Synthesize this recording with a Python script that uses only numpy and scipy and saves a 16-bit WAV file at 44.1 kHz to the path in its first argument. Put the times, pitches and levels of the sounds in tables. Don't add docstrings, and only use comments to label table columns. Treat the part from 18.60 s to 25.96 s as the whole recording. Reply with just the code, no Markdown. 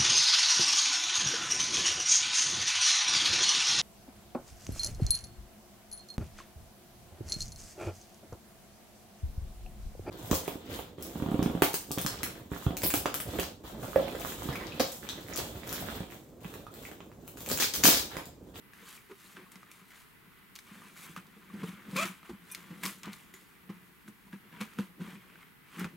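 import sys
import numpy as np
from scipy import signal
from scipy.fft import rfft, irfft, next_fast_len
from scipy.io import wavfile
from scipy.ndimage import uniform_filter1d, map_coordinates

SR = 44100
rng = np.random.default_rng(int(sys.argv[2]) if len(sys.argv) > 2 else 0)


def invert_db(level):
    return 10 ** (np.asarray(level, dtype=float) / 20)


def unload_wav(signal):
    wavfile.write(
        sys.argv[1],
        SR,
        np.round(np.clip(np.atleast_2d(signal).T, -1, 1) * 32767).astype(np.int16),
    )


N = 324796


def unit(x):
    return x / np.sqrt(np.mean(x ** 2) + 1e-20)


def along(points, hz):
    point_hz, value = np.transpose(points)
    return np.interp(np.log(hz + 1), np.log(point_hz + 1), value)


def curves(rows):
    s, *columns = np.transpose(rows)
    return [np.interp(np.arange(N) / SR, s, column) for column in columns]


def wobble(rate):
    knots = rng.standard_normal(int(N * rate / SR) + 4)
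    return map_coordinates(knots, [np.arange(N) * rate / SR])


def filtered(x, response):
    m = next_fast_len(N + SR // 2)
    return irfft(rfft(x, m) * response(np.fft.rfftfreq(m, 1 / SR)), m)[..., :N]


def body(modes):
    def response(f):
        total = 0
        for k, (hz, width, db) in enumerate(modes):
            total = total + (-1) ** k * invert_db(db) * 1j * f * width / (hz * hz - f * f + 1j * f * width)
        return total
    return response


# frequency in Hz, density in dB per Hz.
AIR_SPECTRUM = [(20, -4), (50, 0.5), (85, -3.5), (140, 2.5), (333, -4), (449, -6), (542, -18.5),
                (800, -40.5)]
# frequency in Hz, density in dB per Hz.
HISS_SPECTRUM = [(450, -41.5), (600, -19.5), (929, -8), (1980, -7), (2730, -11.5), (6490, -26),
                 (12700, -17), (15800, -18.5)]
# frequency in Hz, left-right likeness from 0 to 1.
LIKENESS = [(60, 0.57), (180, 0.032), (550, 0.284), (1650, 0.074), (4970, 0.067), (15000, 0.556)]
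FLOOR_DB = -59.5
WHINE_HZ, WHINE_DB = 2008, -74


def floor():
    def spectrum(f):
        level = np.hypot(invert_db(along(AIR_SPECTRUM, f)), invert_db(along(HISS_SPECTRUM, f)))
        turn = np.arccos(np.clip(along(LIKENESS, f), -1, 1)) / 2
        return level * [np.cos(turn), np.sin(turn)]

    pair = rng.standard_normal((2, N)) * invert_db(0.69 * wobble(4.8))
    mid, side = filtered(pair, spectrum)
    whine = invert_db(WHINE_DB + 0.96 * wobble(5.46)) * np.sin(2 * np.pi * WHINE_HZ * np.arange(N) / SR)
    return invert_db(FLOOR_DB) * unit(np.array([mid + side, mid - side])) + whine


CONTROL_S = np.arange(0, N / SR, 1 / 2000)


def gesture(start, length, rise, fall):
    before = (start - CONTROL_S) / abs(rise)
    after = (CONTROL_S - start - length) / abs(fall)
    return invert_db(-20 * np.maximum(0, np.maximum(before, after))) ** 2


# fastest moment in seconds, scrape in dB,
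# hiss in dB over the scrape, seconds to rise 20 dB, seconds to fall 20 dB (signs ignored).
SLIDES = [(0.29, -56, 3, 0.1226, 0.21), (0.366, -59, 6.5, 0.1133, 0.02), (0.6, -61, 2, 0.06, 0.47),
          (0.72, -60.5, 2.5, 0.34, 0.09), (0.79, -64.5, -17, 1.37, 0.68),
          (1.384, -58.5, -0.5, 0.2444, 0.1737), (1.764, -64.5, -8.5, 0.43, 0.52),
          (2.47, -53, -2.05, 0.3037, 0.1758), (3.04, -55, -15.5, 0.35, 1.22),
          (3.094, -51, -3.5, 0.2282, 0.09), (3.35, -51.5, -3.5, 0.1562, 0.0843),
          (3.438, -46, -9, -0.0282, 0.0137), (3.658, -54.5, -7.5, -0.03, 0.1545),
          (3.925, -58.5, 1.5, 0.13, -0.3715), (4.138, -59, -22, 0.9, 0.44),
          (4.262, -40.5, 1.5, 0.0236, -0.0106), (4.22, -62.5, 5, 0.1046, -0.35),
          (4.529, -57, 3, -0.02, 0.2024), (5.994, -55.5, -12.5, 0.2535, 0.26),
          (6.83, -57, -11, 0.1263, 0.004), (7.16, -51, -9.5, 0.15, 0.17), (7.2, -46.5, -4.5, 0.057, 0.0972),
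          (7.246, -44, -26, 0.033, 0.0439)]
# start in seconds, scrape in dB,
# hiss in dB over the scrape, seconds to fall 20 dB.
JERKS = [(0.136, -60, -4.5, 0.37), (0.764, -52, -14, 0.13), (0.919, -58, 1.24, 0.05),
         (1.114, -67, 8.5, 0.1655), (1.306, -59, -4, 0.2643), (1.954, -65, 6.5, 0.28),
         (2.564, -45, -8, 0.06), (4.236, -40, 0.5, 0.0676), (4.738, -58.5, -1, 0.35),
         (5.094, -56.5, -17, 0.16), (5.482, -55.5, 1, 0.02), (5.727, -51.5, -14, 0.05),
         (6.008, -40, -6, 0.0733), (6.186, -45, -5, 0.09)]
JERK_RISE_S = 0.0074
# start in seconds, length in seconds, scrape in dB,
# hiss in dB over the scrape.
DRAGS = [(0.198, 0.106, -58.5, -16), (0.939, 0.2754, -63, -5.5), (2.069, 0.217, -56.5, -5),
         (2.37, 0.0804, -55.5, 0.86), (2.649, 0.286, -65.5, -6.5), (3.364, 0.0774, -38.5, -3),
         (4.904, 0.035, -68, -8.5), (4.238, 0.0447, -45, 2.5), (3.97, 0.176, -60.5, -13),
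         (4.437, 0.066, -50.5, -17.5), (4.602, 0.13, -65, -9), (5.144, 0.657, -70.5, -2),
         (5.932, 0.066, -62.5, -23), (6.089, 0.09, -59.5, -7.5), (6.407, 0.1306, -52.5, -10),
         (6.603, 0.279, -63, -11), (6.878, 0.24, -76.5, -11.5), (7.298, 0.0583, -67.5, -6.5)]
DRAG_RISE_S, DRAG_FALL_S = 0.0181, 0.1116
# firmest moment in seconds, rumble in dB,
# seconds to rise 20 dB, seconds to fall 20 dB (signs ignored).
GRIPS = [(0.2, -67, 3.17, 0.51), (0.64, -65, -0.04, 0.4414), (0.79, -59.5, 0.0946, 0.13),
         (0.918, -64.5, 0.15, 0.48), (1.764, -71, 1.6, 1), (2.09, -62, 0.07, 1.5),
         (2.45, -64.5, 0.55, 0.98), (3.04, -47.5, 0.2276, 0.077), (3.27, -58, -0.56, 0.53),
         (3.369, -46.5, -0.16, 0.17), (3.44, -52.5, -0.37, 0.14), (4.15, -57.5, 0.44, .5),
         (4.263, -50, 0.2, -0.12), (4.506, -60, -1.13, 0.15), (4.738, -66.5, -1.2, 0.48),
         (5.1, -59.5, -0.16, 0.32), (5.482, -59, -0.02, 0.05), (5.735, -60, 0.2, -0.05),
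         (5.95, -61.5, -0.27, .5), (6.198, -48.5, 0.0555, 0.0933), (6.42, -51, -0.0968, 0.2448),
         (6.55, -64, -0.08, -0.32), (6.82, -64, -1.75, 0.17), (7.206, -47, 0.0631, 0.1139),
         (7.3, -60, 0.21, -1)]


def hands():
    moves = [(gesture(s, 0, rise, fall), db, hiss_db) for s, db, hiss_db, rise, fall in SLIDES]
    moves += [(gesture(s, 0, JERK_RISE_S, fall), db, hiss_db) for s, db, hiss_db, fall in JERKS]
    moves += [(gesture(s, length, DRAG_RISE_S, DRAG_FALL_S), db, hiss_db)
              for s, length, db, hiss_db in DRAGS]
    hiss = sum(invert_db(db + hiss_db) ** 2 * power for power, db, hiss_db in moves)
    scrape = sum(invert_db(db) ** 2 * power for power, db, hiss_db in moves)
    grip = sum(invert_db(db) ** 2 * gesture(s, 0, rise, fall) for s, db, rise, fall in GRIPS)
    return [np.interp(np.arange(N) / SR, CONTROL_S, np.sqrt(power)) for power in (hiss, scrape, grip)]


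def gritty(grain_db, clump_db, patchy_db):
    z = signal.stft(rng.standard_normal(N), nperseg=512)[2]
    patches = uniform_filter1d(uniform_filter1d(rng.standard_normal(z.shape), 5, 0), 8, 1)
    noise = signal.istft(z * invert_db(patchy_db * unit(patches)), nperseg=512)[1][:N]
    return noise * invert_db(grain_db * wobble(700) + clump_db * wobble(45))


# frequency in Hz, density in dB per Hz.
SKIN_SPECTRUM = [(1470, -26.5), (2500, -9), (3730, -0.5), (4600, -3), (5280, -5.5), (6300, -3),
                 (7830, -2.5), (11700, -3.5), (15800, -9)]
# frequency in Hz, width in Hz, level in dB.
CARD_MODES = [(574, 300, -14.5), (1082, 324.3, -0.5), (1500, 691, -1), (2234, 636, -1.5),
              (3206, 1030, -9.5)]
# frequency in Hz, width in Hz, level in dB.
PANEL_MODES = [(181, 30.9, -1), (350, 97.08, -13.5), (472.7, 70.6, -18)]


def rubbing():
    skin, nail, grip = hands()
    hiss = gritty(grain_db=2.5, clump_db=0.7, patchy_db=1.5)
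    hiss = unit(filtered(hiss, lambda f: invert_db(along(SKIN_SPECTRUM, f))))
    scrape = gritty(grain_db=2.5, clump_db=1, patchy_db=1.6)
    scrape = unit(filtered(scrape, body(CARD_MODES)))
    rumble = gritty(grain_db=1.51, clump_db=3.0, patchy_db=1.0)
    rumble = unit(filtered(rumble, lambda f: body(PANEL_MODES)(f) * f / (f + 90)))
    return invert_db(-1.5) * skin * hiss + invert_db(-1.42) * nail * scrape + invert_db(2.5) * grip * rumble


# start in seconds, peak in dB, card in dB over the peak,
# tape edge in dB over the peak.
SNAPS = [(0.9183, -49.5, -5.5, 12.5), (0.9567, -43.5, -2.5, -12), (1.1154, -42.5, -7, 2),
         (1.3055, -49.5, -1, -15), (1.9545, -35, -19, -5.5), (1.961, -36.5, -10, -5),
         (1.989, -37.5, -6.5, -21), (2.6677, -51.5, -9.5, -15.5), (3.3117, -44, -7.5, -14.5),
         (3.327, -50, -3.5, -8), (0.1343, -51, -13.5, -25), (3.3659, -26, -16, -18.5),
         (3.4555, -30, -4, -19), (3.948, -27, -12.5, -9), (3.954, -46, -19, -13.5),
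         (4.2373, -33.5, -13.5, -12.5), (4.2547, -25, -10.5, -22.5), (4.262, -26, -11.5, -4),
         (4.293, -47, -9.5, -25.5), (4.4331, -34, -11, -27.5), (4.457, -38, -23.5, -18),
         (4.532, -36, -15, -11), (4.7396, -44, -4.5, 7), (6.0119, -32.5, -7, -15),
         (6.1352, -48, -10.5, -11), (7.196, -37, -16.5, 2.5), (7.2445, -36.5, -3, -26.5)]
SNAP_HZ, SNAP_SPREAD, SNAP_T60 = 2250, 0.133, 0.0504
# start in seconds, card peak in dB, card note in Hz.
TAPS = [(0.1343, -46, 1712), (0.517, -45.5, 1203), (0.7685, -40.5, 1583), (0.7844, -53.5, 1083),
        (1.0307, -43.5, 1239), (2.2194, -46, 1184), (2.364, -48, 1516), (2.5638, -33.5, 1235),
        (2.5761, -37, 1460), (3.0326, -43, 1120), (3.6304, -45.5, 1263), (2.081, -60, 1800),
        (3.175, -56.5, 1500), (5.68, -53, 993.6), (6.635, -60, 1197), (6.814, -52.5, 1500),
        (6.831, -49.5, 2130), (7.133, -51.5, 1900), (7.157, -45.5, 2288), (7.2078, -35, 1406),
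        (3.6924, -52.5, 1224), (4.479, -39, 983), (5.0971, -52.5, 1100), (5.479, -45, 1515),
        (5.7299, -42.5, 1648), (5.9276, -47, 1636), (6.1872, -30.5, 1500), (6.412, -51.5, 1380),
        (6.475, -56, 2220), (1.215, -55, 1284), (1.78, -59.5, 1500), (6.7, -50, 1500),
        (6.7562, -46.5, 1538), (7.185, -41.5, 1369), (7.244, -31, 1500)]
TAP_TAPE_DB, TAP_EDGE_DB, TAP_T60 = -10, -19.5, 0.0341
TAPE_LOW_HZ = 1800


def picks():
    force, notes = np.zeros((3, N + SR)), np.zeros(N + SR)
    t = np.arange(SR // 8) / SR
    spots = SNAP_HZ * np.exp(SNAP_SPREAD * rng.uniform(-0.98, 1, len(SNAPS)))
    clicks = [(*row, hz, SNAP_T60) for row, hz in zip(SNAPS, spots)]
    clicks += [(s, db + TAP_TAPE_DB, -TAP_TAPE_DB, TAP_EDGE_DB, hz, TAP_T60) for s, db, hz in TAPS]
    for s, db, card_db, edge_db, card_hz, t60 in clicks:
        start = round(s * SR)
        grit = rng.standard_normal((3, len(t)))
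        burst = grit * (invert_db(-60 * t / 0.0036) + 0.409 * invert_db(-60 * t / t60))
        burst[:, :1] = 2.65
        levels = db + np.array([[card_db + 8.5], [1.5], [edge_db - 3.5]])
        force[:, start:][:, :len(t)] += invert_db(levels) * burst
        note = invert_db(db + card_db + 1.0 - 60 * t / 0.0199) * np.sin(2 * np.pi * card_hz * t)
        notes[start:][:len(t)] += note

    def tape_response(f):
        return body([(3660, 2800, 0)])(f) * (1j * f / (TAPE_LOW_HZ + 1j * f)) ** 2 * invert_db(2.0)

    card = filtered(force[0], body(CARD_MODES))
    tape = filtered(force[1], tape_response)
    edge = filtered(force[2], lambda f: body([(10500, 8000, 0)])(f) ** 2)
    return card + tape + edge + notes[:N]


# start in seconds, peak in dB, panel note in Hz,
# flap in dB over the peak, flap note in Hz.
KNOCKS = [(0.223, -60, 187.1, 1.5, 462.7), (0.495, -68.5, 207.9, 16.5, 388.1),
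          (0.509, -61.5, 213, 18, 393.3), (0.79, -64, 220, 6.5, 369.8), (0.812, -68.5, 220, 5, 364),
          (0.769, -56.5, 226.1, 4.5, 370.1), (1.213, -57.5, 187.6, -9, 367.3),
          (2.764, -51.5, 204.4, -10, 458.3), (3.032, -31.5, 181.3, -12.5, 443),
          (3.356, -35, 195.6, -11, 493.6), (3.449, -38.5, 198.9, -8.5, 350),
          (3.692, -47.5, 223.3, 6.5, 356), (3.704, -46, 209.6, -7, 350), (4.104, -41, 176.5, -12.5, 308.3),
          (4.246, -39.5, 192, -9.5, 339.3), (4.468, -39.5, 203.4, -11.5, 340), (4.737, -66, 186, 7.5, 379),
          (5.095, -35.5, 194.1, -15, 336.4), (5.663, -52, 204, -10.5, 359),
          (5.966, -49.5, 199, -11.5, 314.7), (6.011, -33, 211.3, -16, 493.8),
          (6.187, -25.5, 205.9, -22, 476.5), (6.476, -46, 186.7, -15.5, 316),
          (7.209, -34.5, 179.5, -11.5, 397), (7.246, -32, 171.7, -13.5, 347)]
# start in seconds, peak in dB, panel note in Hz.
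PUSHES = [(0.957, -54.5, 185.9), (2.114, -46.5, 204.5), (2.155, -51, 201.2), (2.494, -44.5, 165.4),
          (2.572, -41, 181), (2.937, -36, 206.7), (2.966, -48.5, 201), (3.012, -45.5, 190.6),
          (3.084, -37, 188.7), (3.13, -44, 195), (3.284, -39.5, 195.4), (3.329, -34.5, 190.7),
          (3.393, -39.5, 197.5), (3.423, -35, 197), (3.494, -41.5, 189.8), (3.73, -40.5, 201),
          (4.268, -43.5, 195.4), (4.487, -41.5, 194.3), (5.4565, -52.5, 200.4), (5.481, -44.5, 208.7),
          (5.7562, -49, 198.7), (5.931, -57, 203), (5.984, -49.5, 195.3), (6.001, -41.5, 200.7),
          (6.217, -42, 195.8), (6.5502, -49, 193), (6.7, -57.5, 191), (6.771, -56.5, 185.3),
          (7.2257, -39.5, 183.2), (7.2357, -44.5, 186.6), (4.2566, -41.5, 192.6), (5.731, -38.5, 197.7),
          (6.402, -41.5, 199.8), (6.413, -37, 192.7), (6.443, -44, 206), (6.529, -44, 192.6),
          (7.169, -45.5, 178), (7.187, -38, 179)]
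PUSH_FLAP_DB, PUSH_FLAP_HZ = -19.5, 340
SOFT_S = 0.0056
# frequency in Hz, width in Hz, level in dB.
WALL_MODES = [(310, 159, 5), (533.4, 177, -3), (913, 290, -2)]
WALL_DB, WALL_SHARE = 24.5, 0.77
# start in seconds, level in dB.
TABLE_BUMPS = [
    (3.699, -46),
    (7.249, -50.5),
]
TABLE_HZ, TABLE_T60 = 65, 0.15


def thumps():
    out, walls, t = np.zeros(N + SR), np.zeros(N + SR), np.arange(SR // 3) / SR
    blows = KNOCKS + [(*row, PUSH_FLAP_DB, PUSH_FLAP_HZ) for row in PUSHES]
    swell = (1 - np.exp(-t / SOFT_S)) ** 2
    for s, db, panel_hz, flap_db, flap_hz in blows:
        start = round((s - 0.348 * SOFT_S) * SR)
        panel = invert_db(-60 * t / (0.04704 + 5 * SOFT_S)) * np.sin(2 * np.pi * panel_hz * t)
        panel += invert_db(-11 - 60 * t / 0.0745) * np.sin(2 * np.pi * 1.1763 * panel_hz * t)
        panel += invert_db(-13.0 - 60 * t / 0.06) * np.sin(2 * np.pi * 115 * t)
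        flap = invert_db(flap_db - 60 * t / (0.0452 + 6 * SOFT_S)) * np.sin(2 * np.pi * flap_hz * t)
        out[start:][:len(t)] += invert_db(db + 13.5) * (panel + flap) * swell
        wall_gain = invert_db(db + WALL_SHARE * flap_db + WALL_DB - 60 * t / 0.06)
        walls[start:][:len(t)] += wall_gain * rng.standard_normal(len(t)) * swell
    out = filtered(out[:N], lambda f: (1j * f / (70 + 1j * f)) ** 2)
    bump = invert_db(-60 * t / TABLE_T60) * np.sin(2 * np.pi * TABLE_HZ * t) * (1 - np.exp(-t / 0.004305))
    for s, db in TABLE_BUMPS:
        start = round(s * SR)
        out[start:][:len(t)] += invert_db(db) * bump[:N - start]
    return out + filtered(walls[:N], body(WALL_MODES))


# start in seconds, level in dB, note in Hz, #
# t60 in seconds.
RINGS = [(0.515, -52.5, 1248.6, 0.107), (0.8633, -51.5, 1102, 0.07), (2.577, -43.5, 1400, 0.053),
         (4.235, -35, 2160, 0.092), (4.256, -34, 1100, 0.059), (4.3, -48.5, 1300, .04),
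         (.27, -56.5, 4500, 0.21), (3.454, -40, 1300, 0.055), (2.9, -44.5, 1130, 0.0531),
         (4.74, -56, 7100, 0.18), (4.742, -57.5, 6800, 0.135), (3.358, -37, 1120, 0.105),
         (3.372, -38, 2420, 0.118), (4.7417, -54, 9200, 0.0321), (5.935, -54, 963, 0.33)]
RING_SHAKE_HZ = 3500


def rings():
    out, t = np.zeros(N + SR), np.arange(SR // 4) / SR
    shake = wobble(350)[:N // len(t) * len(t)].reshape(-1, len(t))
    for (s, db, hz, t60), unsteady in zip(RINGS, shake):
        note = np.sin(2 * np.pi * hz * t + hz / RING_SHAKE_HZ * unsteady)
        out[round(s * SR):][:len(t)] += invert_db(db - 60 * t / t60) * note * (1 - np.exp(-t / 0.001))
    return out[:N]


# time in seconds, level in dB, ridges a second.
ZIP_RUN = [
    (3.358, -40.5, 459),
    (3.37, -35, 495),
    (3.386, -32, 550),
    (3.398, -31.5, 602),
    (3.408, -37, 668),
    (3.419, -31.5, 640),
    (3.427, -31, 660),
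    (3.435, -31, 700),
    (3.443, -45, 715),
]
# frequency in Hz, width in Hz, level in dB.
RIDGED_MODES = [(557, 208, -3), (704, 140, -8.5), (1100, 150, 2), (1310.6, 237, 0), (2391, 179, 4),
                (2574, 234, 1), (3310, 606, -9), (8050, 2500, -17)]
ZIP_JITTER, ZIP_SCATTER_DB = 0.269, 1.76


def corrugation_zip():
    db, rate = curves(ZIP_RUN)
    t = np.arange(N) / SR
    on = np.clip(np.minimum(t - ZIP_RUN[0][0], ZIP_RUN[-1][0] - t) / 0.002987, 0, 1)
    phase = 2 * np.pi * np.cumsum(rate * on) / SR + ZIP_JITTER * wobble(400)
    ticks = sum(np.cos(k * phase) for k in range(1, 15))
    return filtered(invert_db(db + ZIP_SCATTER_DB * wobble(350)) * on * ticks, body(RIDGED_MODES))


# start in seconds, blade in dB, pivot in dB.
CLINKS = [
    (3.903, -51, -68),
    (3.915, -58, -46),
    (3.9204, -58.5, -44.5),
    (3.9263, -67, -50),
]
# frequency in Hz, level in dB, t60 in seconds.
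BLADE_MODES = [(2438, -3.5, 0.385), (7740, -8, 0.054), (6299, -11.5, 0.0477), (3570.4, -1, 0.0381)]
# frequency in Hz, level in dB, t60 in seconds.
PIVOT_MODES = [(10090, 4, 0.0291), (9590, 0, 0.04262), (12950, 3.5, 0.03186), (14500, -8.5, 0.02925),
               (5900, -6.5, 0.06), (8500, -3, 0.0423), (10865, -1.5, 0.041)]
CLINK_STOP_S = 3.947


def clink():
    out, t = np.zeros(N), np.arange(SR // 8) / SR
    shake = iter(wobble(900)[:N // len(t) * len(t)].reshape(-1, len(t)))
    for s, blade_db, pivot_db in CLINKS:
        for level_db, modes, rattle in ((blade_db, BLADE_MODES, 0.3), (pivot_db, PIVOT_MODES, 1.3)):
            for hz, db, t60 in modes:
                ring = np.sin(2 * np.pi * hz * (s + t) + rattle * next(shake))
                out[round(s * SR):][:len(t)] += invert_db(level_db + db - 60 * t / t60) * ring
    return out * np.clip((CLINK_STOP_S - np.arange(N) / SR) / 0.002616, 0, 1)


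def clutter(x):
    k = np.arange(SR // 50)
    echoes = rng.standard_normal(len(k)) * invert_db(-60 * k / SR / 0.0136) * (k > 20)
    scattered = signal.fftconvolve(x, echoes / np.linalg.norm(echoes))[:N]
    return filtered(scattered, lambda f: f / (f + 2500))


# frequency in Hz, t60 in seconds.
ROOM_T60 = [(200, 0.165), (2000, 0.2699), (10000, 0.156)]


def room(x):
    hz, t, z = signal.stft(rng.standard_normal((2, SR // 2)), SR, nperseg=256)
    t60 = along(ROOM_T60, hz)[:, None]
    tail = signal.istft(z * invert_db(-60 * t / t60) / np.sqrt(t60), SR, nperseg=256)[1]
    delayed = np.pad(x, ((0, 0), (200, 0)))
    return signal.fftconvolve(delayed, tail / np.linalg.norm(tail[0]), axes=1)[:, :N]


def scene():
    bright = rubbing() + picks() + rings() + corrugation_zip() + clink()
    near = bright * invert_db([[0.4], [-0.4]])
    near = near + invert_db(-9.5) * clutter(bright) * np.array([[1], [-1]])
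    low = thumps() * np.ones((2, 1))
    answer = invert_db(-11.5) * room(near + 0.33 * low)
    return near + low + answer + floor()


def top_cut(x):
    return signal.sosfilt(signal.butter(12, 16860, fs=SR, output="sos"), x)


def record(dry):
    top_hz, bass_hz = 15880, 35
    mix = filtered(dry, lambda f: (f < top_hz) * f ** 2 / (f ** 2 + bass_hz ** 2))
    return top_cut(mix)


dry = scene()
out = record(dry)
unload_wav(out)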